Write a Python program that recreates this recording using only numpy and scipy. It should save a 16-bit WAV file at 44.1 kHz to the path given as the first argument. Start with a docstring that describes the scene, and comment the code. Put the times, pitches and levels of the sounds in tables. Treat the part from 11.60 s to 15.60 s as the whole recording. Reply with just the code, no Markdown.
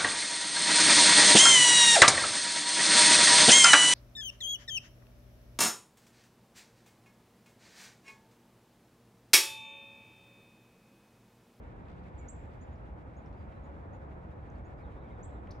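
"""A small bird whistles thin high chirps and one sharp chip on a wooded hillside strewn with debris.
The ground and the trees scatter its calls back; other birds twitter far off. Twigs tick and litter
rustles faintly. Behind them, light wind buffets over a low rumble, a thin hiss, faint distant hums
and a soft roar that slowly grows. Heard in the open air by two closely spaced microphones."""
import sys
import numpy as np
from scipy import signal
from scipy.fft import rfft, irfft
from scipy.io import wavfile
from scipy.ndimage import uniform_filter1d

SR = 44100
rng = np.random.default_rng(int(sys.argv[2]) if len(sys.argv) > 2 else 0)


def inscribe(sig):
    """Save sig as 16-bit PCM at rate SR to the path in sys.argv[1].

    A 1-D sig is mono; a 2-D sig holds one channel per row.
    Samples are clipped to [-1, 1] before scaling.
    """
    pcm = np.round(np.clip(np.atleast_2d(sig).T, -1, 1) * 32767)
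    wavfile.write(sys.argv[1], SR, pcm.astype(np.int16))


N = 176400


def undb(db):
    """Decibels to amplitude."""
    return 10 ** (np.asarray(db) / 20)


def unit(x):
    """Scale to rms 1."""
    return x / np.sqrt(np.mean(x ** 2))


def over_hz(hz, values):
    """Read a table at every frequency bin, on a log axis."""
    return np.interp(np.log(np.arange(N // 2 + 1) * SR / N + 1e-6), np.log(hz), values)


def over_time(points):
    """Read a curve of (seconds, value) points at every sample."""
    return np.interp(np.arange(N) / SR, *np.array(points).T)


def colour(x, spectrum):
    """Filter a sound by a spectrum of (Hz, dB) points and scale it to rms 1."""
    hz, db = np.array(spectrum).T
    return unit(irfft(rfft(x) * undb(over_hz(hz, db)), N))


def walk(rate):
    """Smooth random drift with spread 1, changing about rate times a second."""
    hz = np.arange(N // 2 + 1) * SR / N
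    return unit(irfft(rfft(rng.standard_normal(N)) * (hz > 0) / (1 + (hz / rate) ** 4), N))


def add(out, x, start_s, pan_db):
    """Place a short sound, louder on the left by pan_db; it reaches the quieter microphone later."""
    i, side_db = int(start_s * SR), np.array([[pan_db], [-pan_db]])
    lag_s = np.maximum(-side_db, 0) * 6e-6
    hz = np.arange(len(x) // 2 + 1) * SR / len(x)
    pair = irfft(rfft(x) * np.exp(-2j * np.pi * hz * lag_s), len(x)) * undb(side_db / 2)
    out[:, i:i + len(x)] += pair[:, :N - i]


def air(spectrum, db, flicker_db):
    """Air noise held to a level curve; it flickers a little and is partly alike at the two microphones."""
    # Each row: frequency in Hz, likeness 0-1, lead of the left in radians, left over right in dB.
    microphone_pair = [(61.5, 1, 0.11, -1), (168, 0.81, 0.29, -0.2), (330, 0.54, 0.22, -0.5),
                       (650, 0.08, 0.8, 2.5), (980, 0.4, 1.85, 2), (1396, 0.74, 2.65, -5),
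                       (1896, 0.33, 4.32, -1), (2510, 0.43, 6.9, -3.5), (2970, 1, 8.04, -0.5),
                       (4170, 0.11, 6.2, -0.5)]
    hz, *columns = np.array(microphone_pair).T
    likeness, lead, pan_db = (over_hz(hz, column) for column in columns)
    likeness = np.clip(likeness, 0, .99)
    left, unrelated = rfft(rng.standard_normal((2, N)))
    right = (likeness * left + np.sqrt(1 - likeness ** 2) * unrelated) * np.exp(-1j * lead)
    pair = irfft(np.array([left * undb(pan_db / 2), right * undb(-pan_db / 2)]), N)
    pair = colour(pair, spectrum) * undb(flicker_db * walk(16.6))
    slow_power = uniform_filter1d(np.mean(pair ** 2, axis=0), int(.14 * SR))
    return pair / np.sqrt(slow_power) * undb(db)


def rumble():
    """The low rumble of the open air, creeping up in level."""
    # Each row: frequency in Hz, level in dB.
    spectrum = [(70, -31.5), (102, -9), (122, -5.5), (155, -9.5), (180, -10), (230, -13), (330, -16.5),
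                (750, -90)]
    halfway_db, db_per_s = -52, .38
    t = np.arange(N) / SR
    return air(spectrum, halfway_db + db_per_s * (t - t.mean()), flicker_db=.95)


def roar():
    """A soft midrange roar that slowly grows."""
    # Each row: frequency in Hz, level in dB.
    spectrum = [(150, -6), (330, -1), (440, -1.5), (510, 0.5), (550, 0), (600, -2), (820, -2.5),
                (1100, -8.5), (1400, -10.5), (1800, -17.5), (2400, -29.5), (4000, -77)]
    # Each row: time in seconds, level in dB.
    levels = [(0, -53.5), (1.9, -52.5), (2.13, -51.5), (2.4, -50.5), (2.8, -52), (3.6, -50.5), (4, -51)]
    return air(spectrum, over_time(levels), flicker_db=1.07)


def hiss():
    """A thin hiss in the air that gently rises and falls."""
    # Each row: frequency in Hz, level in dB.
    spectrum = [(900, -5.5), (1600, 2.5), (2300, -1.7), (3050, -10), (3700, -14), (4500, -20.6),
                (6000, -24.5), (7800, -25), (8500, -31.5)]
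    # Each row: time in seconds, level in dB.
    levels = [(0, -66), (.9, -65), (1.4, -68), (1.85, -66), (2.4, -68), (3.3, -66.5), (4, -68)]
    return air(spectrum, over_time(levels), flicker_db=1.8)


def wind_buffets():
    """Light wind comes in deep, uneven buffets."""
    # Each row: frequency in Hz, level in dB.
    spectrum = [(15, -35), (25, -22), (36, -8.5), (48, -3), (63, 2.5), (85, -2), (105, -9), (140, -32),
                (250, -100)]
    # Each row: time in seconds, level in dB.
    gusts = [(0, -48.5), (0.3, -51.3), (0.5, -48.8), (0.6, -45.0), (0.74, -47.4), (0.85, -46.2),
             (0.97, -51.1), (1.09, -45.1), (1.2, -48.2), (1.31, -45.5), (1.43, -49.9), (1.63, -50.8),
             (1.8, -44.4), (1.9, -49.1), (2.13, -46.8), (2.75, -48.4), (3.0, -44.8), (3.12, -50.2),
             (3.22, -45.6), (3.48, -49.6), (3.74, -44.8), (3.85, -46.7), (4, -46.8)]
    return air(spectrum, over_time(gusts), flicker_db=1.68)


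def hums():
    """Faint low tones that swell out of the distance and sink back."""
    # Each row: start in seconds, length in seconds, pitch in Hz, peak level in dB.
    tones = [(.22, 0.39, 180, -52), (1.97, 0.27, 555, -56), (2.45, 0.34, 178, -53), (3.7, 0.16, 308, -55)]
    out = np.zeros((2, N))
    for start, length, hz, db in tones:
        t = np.arange(int(length * SR)) / SR
        add(out, undb(db) * np.sin(np.pi * t / length) * np.sin(2 * np.pi * hz * t), start, pan_db=0)
    return out


def far_birds():
    """Birds far off whistle a few wavering slurs and a twitter of short random notes."""
    # Each row: start and length in seconds, first and last pitch in Hz, peak level in dB.
    slurs = [(.6, 0.057, 2290, 2145, -63.5), (1.74, 0.12, 4950, 4600, -84), (1.93, 0.074, 3900, 4030, -80),
             (3.17, 0.041, 5030, 4630, -84), (3.185, 0.05, 2280, 2240, -68),
             (3.425, 0.054, 2340, 2200, -67), (3.49, 0.045, 2180, 2120, -67)]
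    twitter_s, twitter_hz, note_s, note_db = (3.2, 3.78), (2800, 4300), .035, -81.5
    out, waver = np.zeros((2, N)), 1 + .011 * walk(150)
    twitter = [(rng.uniform(*twitter_s), note_s, *rng.uniform(*twitter_hz, 2), note_db)
               for _ in range(44)]
    for start, length, from_hz, to_hz, db in slurs + twitter:
        n = int(length * SR)
        hz = np.linspace(from_hz, to_hz, n) * waver[int(start * SR):][:n]
        add(out, undb(db) * np.hanning(n) * np.sin(2 * np.pi * np.cumsum(hz) / SR), start, pan_db=0)
    return out


def rustles():
    """Litter on the ground stirs in grainy patches of noise that swell and die away."""
    # Each row: start in seconds, length in seconds, level in dB.
    patches = [(0.28, 0.05, -67.5), (0.3, .21, -76), (0.902, .055, -76), (1.715, 0.045, -77)]
    # Each row: frequency in Hz, level in dB.
    spectrum = [(1000, -12), (2200, 0), (3200, 0), (4800, -6), (5600, -14), (7500, -19), (11000, -36)]
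    t, grain_db = np.arange(N) / SR, 10
    swells = sum(undb(db) * np.sin(np.pi * np.clip((t - start) / length, 0, 1))
                 for start, length, db in patches)
    grains = rng.standard_normal((2, N)) * undb(grain_db * walk(250))
    return swells * colour(grains, spectrum)


def twigs():
    """Each tick is a brief dying crunch that rings the wood."""
    # Each row: start in seconds, ring pitch and width in Hz, opening level in dB, decay in seconds.
    ticks = [(.252, 3320, 900, -74, 0.0054), (1.155, 5260, 900, -80, 0.0087),
             (1.658, 5500, 450, -72, 0.0058), (1.923, 2230, 1100, -62, 0.0077),
             (2.9012, 6160, 1400, -66.5, 0.0015), (2.956, 4640, 450, -74, 0.0033),
             (2.984, 6900, 1500, -78, .002), (3.871, 2250, 1000, -59, 0.0056)]
    out, t = np.zeros((2, N)), np.arange(SR // 10) / SR
    for start, hz, width, db, decay in ticks:
        wood = signal.butter(2, (hz - width / 2, hz + width / 2), "bandpass", fs=SR)
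        fade = np.exp(-t / decay)
        ring = unit(signal.lfilter(*wood, rng.standard_normal(len(t)) * fade))
        add(out, undb(db) * ring * np.sqrt(np.mean(fade ** 2)), start, pan_db=1)
    return out


def hillside(x):
    """Quick scatter from the debris nearby and a longer tail from the trees, different on each side."""
    debris, trees = (-11, .13), (-12, .45)  # level in dB, seconds to fall 60 dB
    t, gap_s = np.arange(SR // 2) / SR, .011
    echo = 0
    for db, t60 in (debris, trees):
        tail = rng.standard_normal((2, len(t))) * np.exp(-np.log(1000) * t / t60) * (t > gap_s)
        echo = echo + undb(db) * unit(tail) / np.sqrt(len(t))
    return x + signal.fftconvolve(x, echo, axes=1)[:, :N]


def chips():
    """The bird swoops to a pitch and back, loudest at the turn; shaky pitch and level make it harsh."""
    # Each row: start and length in seconds, pitch at the ends and at the turn in Hz, level in dB,
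    # left over right in dB, roughness 0-1.
    calls = [(.577, 0.033, 8200, 6820, -64, -6, 0.07), (3.904, 0.022, 2400, 5500, -57, 4, .9)]
    out, shake, rasp = np.zeros((2, N)), walk(760), walk(970)
    for start, length, end_hz, turn_hz, db, pan_db, rough in calls:
        from_turn = np.linspace(-1, 1, int(length * SR))
        n = len(from_turn)
        hz = (turn_hz + (end_hz - turn_hz) * from_turn ** 2) * (1 + .055 * rough * shake[:n])
        envelope = (1 - from_turn ** 2) * unit(1 + .9 * rough * rasp[:n])
        phase = 2 * np.pi * np.cumsum(hz) / SR
        voice = np.sin(phase) + undb(-18) * np.sin(2 * phase)
        add(out, undb(db) * envelope * voice, start, pan_db)
    return out


def chirps():
    """Right of centre, the bird's thin whistles shoot upward, level off and fade on a last flick."""
    # Each row: start and length in seconds, first and last pitch in Hz, level in dB,
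    # left over right in dB.
    whistles = [(0.682, .033, 5800, 8200, -47.5, -5), (1.009, 0.036, 6300, 7250, -67, -6),
                (1.126, 0.025, 6200, 7400, -76.5, -4), (1.564, 0.032, 6100, 7200, -71, -1.5),
                (2.037, 0.03, 6250, 7150, -77, -2), (2.328, 0.034, 6000, 7150, -74.5, -5),
                (3.046, 0.034, 6200, 7150, -74.5, -1.5), (3.628, 0.038, 6000, 8300, -55.5, -6)]
    # The rise of every chirp. Each row: share of the length, share of the climb.
    contour = [(0, 0), (.22, .5), (.5, .7), (.75, .79), (1, 1)]
    attack_s, release_s, fade_db = .005, .007, 7
    out, warble = np.zeros((2, N)), 1 + .007 * walk(220)
    for start, length, from_hz, to_hz, db, pan_db in whistles:
        t = np.arange(int(length * SR)) / SR
        climb = np.interp(t / length, *np.array(contour).T)
        hz = (from_hz + (to_hz - from_hz) * climb) * warble[int(start * SR):][:len(t)]
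        edges = np.clip(np.minimum(t / attack_s, (length - t) / release_s), 0, 1)
        envelope = edges * undb(db - fade_db * t / length)
        add(out, envelope * np.sin(2 * np.pi * np.cumsum(hz) / SR), start, pan_db)
    return out


def scene():
    """Birds, twigs and litter echo off the hillside, over four layers of air and the distant hums."""
    background = wind_buffets() + rumble() + roar() + hiss() + hums()
    return background + hillside(chirps() + chips() + far_birds() + twigs() + rustles())


def record(dry):
    """The recorder cuts the treble steeply above 12.5 kHz."""
    return signal.sosfilt(signal.ellip(8, .2, 70, 12500, fs=SR, output="sos"), dry)


dry = scene()
out = record(dry)
inscribe(out)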